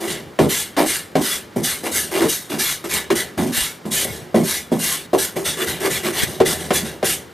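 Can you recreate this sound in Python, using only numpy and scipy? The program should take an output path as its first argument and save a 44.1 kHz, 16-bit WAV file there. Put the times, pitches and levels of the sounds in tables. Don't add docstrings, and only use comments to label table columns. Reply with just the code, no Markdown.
import sys
import numpy as np
from scipy import signal
from scipy.fft import rfft, irfft, next_fast_len
from scipy.io import wavfile
from scipy.ndimage import uniform_filter1d, map_coordinates

SR = 44100
rng = np.random.default_rng(int(sys.argv[2]) if len(sys.argv) > 2 else 0)


def waveform_to_disk(signal):
    frames = np.transpose(np.atleast_2d(signal))
    scaled = np.clip(frames, -1, 1) * 32767
    samples = np.round(scaled).astype(np.int16)
    wavfile.write(sys.argv[1], SR, samples)


N = 323253

# start_s, rise_s, hold_s, shudder_db, chatter_db, grind_db, favoured_mode_hz
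PUSH_STROKES = [ (0.0, 0.035, 0.056, -24, -30.5, -31.5, 354), (0.404, 0.0083, 0.063, -12, -22, -30.5, 280),
                (0.776, 0.019, 0.059, -15.5, -14.5, -21.5, 322),
                (1.163, 0.0029, 0.055, -16, -20.5, -33, 265), (1.567, .003, 0.071, -21, -30, -37.5, 237),
                (1.839, 0.031, 0.04, -24.5, -27.5, -27, 370), (2.118, 0.044, 0.11, -20, -24.5, -24, 353),
                (2.209, 0.021, 0.044, -15, -22, -26, 337), (2.502, 0.028, 0.073, -23.5, -31, -30, 315),
                (2.848, 0.0067, 0.022, -24.5, -35, -32, 360), (3.113, 0.003, 0.022, -12.5, -35, -30, 367),
                (3.382, 0.011, 0.12, -17.5, -26.5, -30.5, 214),
                (3.862, 0.0033, 0.063, -26, -35.5, -47, 223),
                (4.355, 0.012, 0.071, -12.5, -23.5, -31.5, 274),
                (4.722, 0.0079, 0.074, -20, -27.5, -37, 238), (5.139, 0.011, 0.027, -15, -18, -32, 390),
                (5.365, .004, 0.068, -24.5, -31, -32, 376), (5.575, 0.046, 0.039, -22.5, -34, -23.5, 400),
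                (5.807, 0.06, 0.022, -17, -25, -20.5, 400), (6.039, 0.033, 0.038, -20, -31, -22.5, 390),
                (6.409, 0.0024, 0.024, -12, -29, -46, 400), ]
# start_s, rise_s, hold_s, fade_db_per_s, hiss_db, rasp_db, rumble_db
PULL_STROKES = [ (0.083, 0.027, 0.014, 205, -29.5, -27, -32), (0.499, 0.019, 0.095, 240, -21, -25.5, -39.5),
                (.865, 0.022, 0.074, 234, -21.5, -26, -39.5), (1.218, 0.043, .1, 294, -22.5, -25.5, -38),
                (1.643, 0.0066, 0.067, 186, -21, -26.5, -37.5), (1.924, 0.041, 0.038, 187, -20, -26, -33.5),
                (2.294, 0.0053, 0.034, 175, -20, -28, -49), (2.598, 0.0059, 0.12, 260, -20, -24.5, -41.5),
                (2.9, 0.044, .033, 275, -23, -22.5, -33), (3.161, 0.0091, 0.038, 270, -24, -24, -33),
                (3.531, 0.044, 0.074, 233, -20.5, -24, -43), (3.92, 0.026, 0.09, 450, -19.5, -25.5, -34),
                (4.069, .005, 0.091, 174, -35, -36, -32.5), (4.444, 0.05, 0.078, 270, -22, -27, -38),
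                (4.799, 0.045, 0.1, 203, -20.5, -25.5, -36.5), (5.189, 0.011, 0.051, 287, -21, -27, -36),
                (5.456, 0.0087, 0.038, 240, -22.5, -24.5, -33.5), (5.676, 0.017, 0.014, 205, -26, -25, -31),
                (5.906, 0.017, 0.049, 248, -24.5, -25, -31), (6.134, 0.059, 0.044, 395, -24, -22, -31),
                (6.278, .005, 0.07, 157, -35.5, -36.5, -32.5), (6.462, 0.0072, 0.058, 235, -21.5, -24, -27),
                (6.6, 0.0046, .05, 150, -34.5, -36, -32.5), (6.739, 0.019, 0.015, 254, -19.5, -24, -28),
                (6.852, .005, 0.032, 200, -34.5, -34.5, -36),
                (7.052, 0.0073, 0.069, 260, -19.5, -26, -31.5), ]
# start_s, level_db, tick_relative_db, favoured_mode_hz
BLADE_KNOCKS = [(.389, 2.5, -8, 593), (0.766, -17, 7.5, 900), (0.774, -23, -12, 750), (1.154, 0.5, -9, 750),
                (1.191, -25, -24, 300), (1.561, -8.5, -52, 293), (1.836, -13.5, -22, 450),
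                (2.22, -18, -25, 500), (2.241, -9, -8, 282), (2.498, -38, -4, 550), (2.841, -25.5, 5, 550),
                (3.103, -7.5, 2.5, 644), (3.378, -7.5, -10, 330), (3.852, -16, -8, 330),
                (4.05, -12, -21, 544), (4.344, 2.5, -16, 504), (4.373, -8, -28, 320),
                (4.718, -1.5, -32, 382), (4.752, -9.5, -25, 242), (5.132, 2.5, -17, 800),
                (5.362, -6.5, -18, 477), (6.402, 2, -8, 640), (6.42, -24, -26, 382), (6.706, 0.5, -6, 650),
                (7.028, -3.5, -7.5, 590)]
# start_s, level_db
FIBRE_SNAPS = [(2.937, -5), (3.987, -25), (4.044, -4.5), (6.234, -4.5), (6.53, -11)]
# start_s, peak_db
LOW_POPS = [(3.581, -12), (6.2355, -6)]
# start_s, level_db, pitch_hz
BENCH_NUDGES = [(3.611, -31, 50.3), (4.1, -29, 112), (4.216, -35, 122), (6.264, -28, 143),
                (6.831, -22, 218)]
# mode_hz, gain_db, t60_s
WOOD_MODES = [(82.8, -3.5, 0.31), (127, -5, 0.19), (165.6, -1, 0.24), (226.9, 2, 0.1), (277, -3, 0.08),
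              (337.6, -4.5, 0.26), (380.5, 1.5, 0.13), (452.7, -5.5, 0.14), (527, -4, 0.11),
              (616, 2, 0.064), (784, -20.5, 0.0097), (753, -6, 0.13), (1073, -10, 0.085), (1250, -22, 0.19)]
# mode_hz, width_hz, gain_db
BLADE_MODES = [(1738, 32, 1.5), (1986, 34, 4), (2167, 17, 3), (2820, 16, -0.5), (3440, 17, 7),
               (3780, 40, 1.5), (7050, 120, -27), (8500, 2100, -9), (11300, 540, -15)]
# freq_hz, gain_db
HISS_SPECTRUM = [(2000, -34), (4000, -10), (5000, -5.5), (6200, -1.5), (7400, -5), (9000, -2), (10500, -4),
                 (12400, -2.5), (13500, -7.5), (15000, -14)]
# freq_hz, gain_db
RASP_SPECTRUM = [(400, -10.5), (900, -6.5), (1250, -4), (1600, 1), (2300, -0.5), (3000, 0), (4300, -4.5),
                 (5200, -13.5), (8000, -27)]
# freq_hz, gain_db
RUMBLE_SPECTRUM = [(35, -34), (80, 6.5), (105, -11.5), (150, 6), (290, -6), (385, 4), (530, -4), (800, -6),
                   (1400, -23), (3000, -52)]
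# freq_hz, gain_db
CHATTER_SPECTRUM = [(250, -35), (450, -10.5), (610, 3.5), (1050, -4.5), (1400, -22.5), (2200, -27),
                    (4000, -47)]
# freq_hz, gain_db
GRIND_SPECTRUM = [(600, -52), (1100, 5.5), (1600, 4), (2250, 4.5), (2800, 4.5), (3400, 0), (4200, -3.5),
                  (5200, -13), (8000, -57)]
# freq_hz, gain_db
CLACK_SPECTRUM = [(200, -29), (700, 10), (3200, 0), (5500, -9), (9000, -11.5), (15000, -20)]
# freq_hz, gain_db
AIR_SPECTRUM = [(20, -41), (50, -17), (82, -3.5), (110, -2.5), (150, -0.5), (450, -2), (700, -10.5),
                (1700, -12), (5000, -22.5), (7000, -26.5), (15000, -32)]
# freq_hz, t60_s
ROOM_DECAY = [(150, 0.033), (1000, 0.49), (5000, 0.024), (14000, 0.9)]
# freq_hz, side_db
SIDE_SPECTRUM = [(60, -12), (250, -14.5), (1000, -11), (2200, -19), (3800, -22), (6000, -16), (14000, -18)]

BITE_S, CUT_IN_S = 0.009, 0.015
PULL_S = 0.29
PULL_SWELL_DB_PER_S, PUSH_SWELL_DB_PER_S = 171, 216
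HISS_SAG_DB_PER_S, RASP_SAG_DB_PER_S, RUMBLE_SAG_DB_PER_S = 35, 20, 44
SHUDDER_DROP_DB, CHATTER_DROP_DB, GRIND_DROP_DB = 5, 11.5, 11
SHUDDER_FADE_DB_PER_S, BLADE_FADE_DB_PER_S = 300, 500
RASP_LINGER, RUMBLE_LINGER = 0.79, 0.31
PUSH_DRIFT_DB, PULL_DRIFT_DB, SNAP_DRIFT_DB = 2.5, 3.0, 6
CLACK_DB, CLACK_T60_S = -11.5, 0.16
POP_S = 0.0012
ROOM_DB = -15.5
TOP_HZ = 15050


def amp(db):
    return 10 ** (np.asarray(db) / 20)


def unit(x):
    return x / np.sqrt(np.mean(x ** 2) + 1e-20)


def along(points, hz):
    point_hz, value = np.transpose(points)
    return np.interp(np.log(hz + 1), np.log(point_hz), value)


def wobble(rate_hz, size):
    knots = rng.standard_normal(int(size * rate_hz / SR) + 4)
    return map_coordinates(knots, [np.arange(size) * rate_hz / SR])


def filtered(x, response):
    n = x.shape[-1]
    padded = next_fast_len(n + SR // 16)
    spectrum = rfft(x, padded) * response(np.fft.rfftfreq(padded, 1 / SR))
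    return irfft(spectrum, padded)[..., :n]


def coloured(x, spectrum):
    return unit(filtered(x, lambda hz: amp(along(spectrum, hz))))


def evened(x, span_s):
    power = np.abs(uniform_filter1d(x ** 2, int(span_s * SR)))
    return x / np.sqrt(power + 1e-9)


def high_passed(x, corner_hz):
    return signal.sosfilt(signal.butter(2, corner_hz, 'high', fs=SR, output='sos'), x)


def add(track, start_s, x):
    start = max(round(start_s * SR), 0)
    part = track[start:start + len(x)]
    part += x[:len(part)]


def stroke(t, contact_s, rise_s, hold_s, swell, sag, fade):
    db = -swell * np.maximum(rise_s - t, 0)
    db -= sag * np.clip(t - rise_s, 0, hold_s)
    db -= fade * np.maximum(t - rise_s - hold_s, 0)
    take_hold = np.clip(1 + t / contact_s, 0, 1)
    let_go = np.clip((t[-1] - t) / contact_s, 0, 1)
    return amp(db) * take_hold * let_go


def fibres(size, rate_hz, spread_db):
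    breaks = rng.random(size) < rate_hz / SR
    signs = rng.choice([-1, 1], size)
    return breaks * signs * amp(spread_db * rng.standard_normal(size))


def through_blade(x, ring_db, flex, patchy_db):
    grip = rng.standard_normal((len(BLADE_MODES), 2))
    modes = [(hz * (1 + flex * shift), width_hz, amp(db + ring_db + 2 * weight))
             for (hz, width_hz, db), (shift, weight) in zip(BLADE_MODES, grip)]

    def response(hz):
        return 1 + sum(g * 1j * hz * w / (f * f - hz * hz + 1j * hz * w) for f, w, g in modes)

    ringing = filtered(x, response)
    z = signal.stft(np.pad(ringing, (0, 1024)), nperseg=1024)[2]
    drift = uniform_filter1d(rng.standard_normal(z.shape), size=5, axis=0)
    drift = uniform_filter1d(drift, size=7, axis=1)
    return signal.istft(z * amp(patchy_db * unit(drift)), nperseg=1024)[1][:len(x)]


def wood_ring(centre_hz, focus, detune, vary_db):
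    t = np.arange(SR // 5) / SR
    hz, db, t60_s = np.transpose(WOOD_MODES)[:, :, None]
    shift, weight = rng.standard_normal((2, len(WOOD_MODES), 1))
    nearness = 1 / np.sqrt(1 + (focus * (hz / centre_hz - centre_hz / hz)) ** 2)
    gain = amp(db + vary_db * weight) * nearness
    phase = rng.uniform(0, 2 * np.pi, hz.shape)
    tones = np.sin(2 * np.pi * hz * (1 + detune * shift) * t - phase)
    ring = np.sum(gain * amp(-60 * t / t60_s) * tones, axis=0)
    ring = high_passed(ring * (1 - np.exp(-t / 0.00055)), corner_hz=121)
    return ring / np.abs(ring).max()


def shaken(size, centre_hz, focus):
    lead = SR // 10
    slips = fibres(size + lead, rate_hz=700, spread_db=3.0)
    ringing = signal.fftconvolve(slips, wood_ring(centre_hz, focus, detune=0.0062, vary_db=3.0))
    return evened(ringing[lead:lead + size], span_s=0.0262)


def pushes():
    out, n = np.zeros(N), SR // 5
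    t = np.arange(n) / SR - BITE_S
    for start_s, rise_s, hold_s, shudder_db, chatter_db, grind_db, mode_hz in PUSH_STROKES:
        motion = (t, BITE_S, rise_s, hold_s, PUSH_SWELL_DB_PER_S)
        shudder = amp(shudder_db) * stroke(*motion, SHUDDER_DROP_DB / hold_s, SHUDDER_FADE_DB_PER_S)
        chatter = amp(chatter_db) * stroke(*motion, CHATTER_DROP_DB / hold_s, BLADE_FADE_DB_PER_S)
        grind = amp(grind_db) * stroke(*motion, GRIND_DROP_DB / hold_s, BLADE_FADE_DB_PER_S)
        hiss = amp(-12.0) * grind ** 0.64
        breaks = fibres(n, rate_hz=420, spread_db=4.0)
        judder = evened(coloured(breaks, CHATTER_SPECTRUM), span_s=0.0145)
        wood = shudder * shaken(n, mode_hz, focus=4.4) + chatter * judder
        grit = fibres(n, rate_hz=14000, spread_db=2.5) * amp(1.7 * wobble(460, n))
        steel = through_blade(grit, ring_db=1, flex=0.0084, patchy_db=PUSH_DRIFT_DB)
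        scrape = grind * coloured(steel, GRIND_SPECTRUM) + hiss * coloured(steel, HISS_SPECTRUM)
        add(out, start_s - BITE_S, wood + scrape)
    return out


def bench_scatter(x):
    t = np.arange(SR // 40) / SR
    scatter = rng.standard_normal(len(t)) * amp(-60 * t / 0.06) * (t > 0.001)
    reflected = signal.fftconvolve(x, scatter / np.linalg.norm(scatter))[:N]
    side = filtered(reflected, lambda hz: amp(along(SIDE_SPECTRUM, hz)))
    return np.array([side, -side])


def workshop(x):
    hz, t, z = signal.stft(rng.standard_normal((2, SR // 2)), SR, nperseg=256)
    decay = amp(-60 * t / along(ROOM_DECAY, hz)[:, None])
    tail = signal.istft(z * decay, SR, nperseg=256)[1]
    delayed = np.pad(x, (SR // 300, 0))[None]
    return signal.fftconvolve(delayed, tail / np.linalg.norm(tail[0]), axes=1)[:, :N]


def room_tone():
    mid = coloured(rng.standard_normal(N), AIR_SPECTRUM)
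    side_spectrum = [(20, -12), (80, 5), (200, 13), (600, 17), (2000, 8), (15000, -94)]  # freq_hz, gain_db
    side = coloured(rng.standard_normal(N), side_spectrum)
    return amp(-41.5) * mid + amp(-51.0) * side * np.array([[1], [-1]])


def pulls():
    out, n = np.zeros(N), round(PULL_S * SR)
    t = np.arange(n) / SR - CUT_IN_S
    for start_s, rise_s, hold_s, fade, hiss_db, rasp_db, rumble_db in PULL_STROKES:
        motion = (t, CUT_IN_S, rise_s, hold_s, PULL_SWELL_DB_PER_S)
        hiss = amp(hiss_db) * stroke(*motion, HISS_SAG_DB_PER_S, fade)
        rasp = amp(rasp_db) * stroke(*motion, RASP_SAG_DB_PER_S, RASP_LINGER * fade)
        rumble = amp(rumble_db) * stroke(*motion, RUMBLE_SAG_DB_PER_S, RUMBLE_LINGER * fade)
        unevenness_db = 1.1 * wobble(606.4, n) + 0.29 * wobble(79, n)
        tearing = fibres(n, rate_hz=24000, spread_db=1.0) * amp(unevenness_db)
        bright = through_blade(tearing, ring_db=4, flex=0.0026, patchy_db=PULL_DRIFT_DB)
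        plate = through_blade(tearing, ring_db=0.0, flex=0.0037, patchy_db=PULL_DRIFT_DB)
        fizz = coloured(bright, HISS_SPECTRUM)
        steel = coloured(plate, RASP_SPECTRUM)
        breaks = fibres(n, rate_hz=1500, spread_db=3.5)
        bench = evened(coloured(breaks, RUMBLE_SPECTRUM), span_s=0.04)
        body = bench + amp(-3.5) * shaken(n, centre_hz=368, focus=0.58)
        add(out, start_s - CUT_IN_S, hiss * fizz + rasp * steel + rumble * body)
    return out


def knocks():
    out, t = np.zeros(N), np.arange(SR // 5) / SR
    for start_s, level_db, tick_db, mode_hz in BLADE_KNOCKS:
        clack = coloured(rng.standard_normal(len(t)), CLACK_SPECTRUM) * amp(-60 * t / CLACK_T60_S)
        thump = wood_ring(mode_hz, focus=0.96, detune=0.017, vary_db=0.0)
        add(out, start_s, amp(level_db - 5.0) * thump + amp(level_db + tick_db + CLACK_DB) * clack)
    return out


def snaps():
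    out, t = np.zeros(N), np.arange(SR // 10) / SR
    for start_s, level_db in FIBRE_SNAPS:
        burst = rng.standard_normal(len(t))
        crack = unit(through_blade(burst, ring_db=29, flex=0.013, patchy_db=SNAP_DRIFT_DB))
        add(out, start_s, amp(level_db - 60 * t / 0.06) * crack / np.abs(crack).max())
    return out


def pops():
    out, u = np.zeros(N), np.arange(SR // 20) / SR / POP_S
    shape = u * (2 - u) * np.exp(-u)
    for start_s, peak_db in LOW_POPS:
        add(out, start_s, amp(peak_db) * shape / shape.max())
    return np.array([out, -out])


def nudges():
    out, t = np.zeros(N), np.arange(SR // 4) / SR
    swell = t / 0.0072
    for start_s, level_db, pitch_hz in BENCH_NUDGES:
        bump = swell * np.exp(1 - swell) * np.sin(2 * np.pi * pitch_hz * t)
        add(out, start_s, amp(level_db) * bump)
    return out


def scene():
    thumps = knocks() + pushes() + nudges()
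    work = thumps + pulls() + snaps()
    direct = work * amp([[0.15], [-0.15]])
    room = amp(ROOM_DB) * workshop(thumps)
    return direct + bench_scatter(work) + room + room_tone() + pops()


def record(dry):
    hollowed = filtered(dry, lambda hz: amp(-9 * np.exp(-((hz - 2570) / 80) ** 2)))
    return filtered(np.clip(hollowed, -1, 1), lambda hz: hz < TOP_HZ)


dry = scene()
out = record(dry)
waveform_to_disk(out)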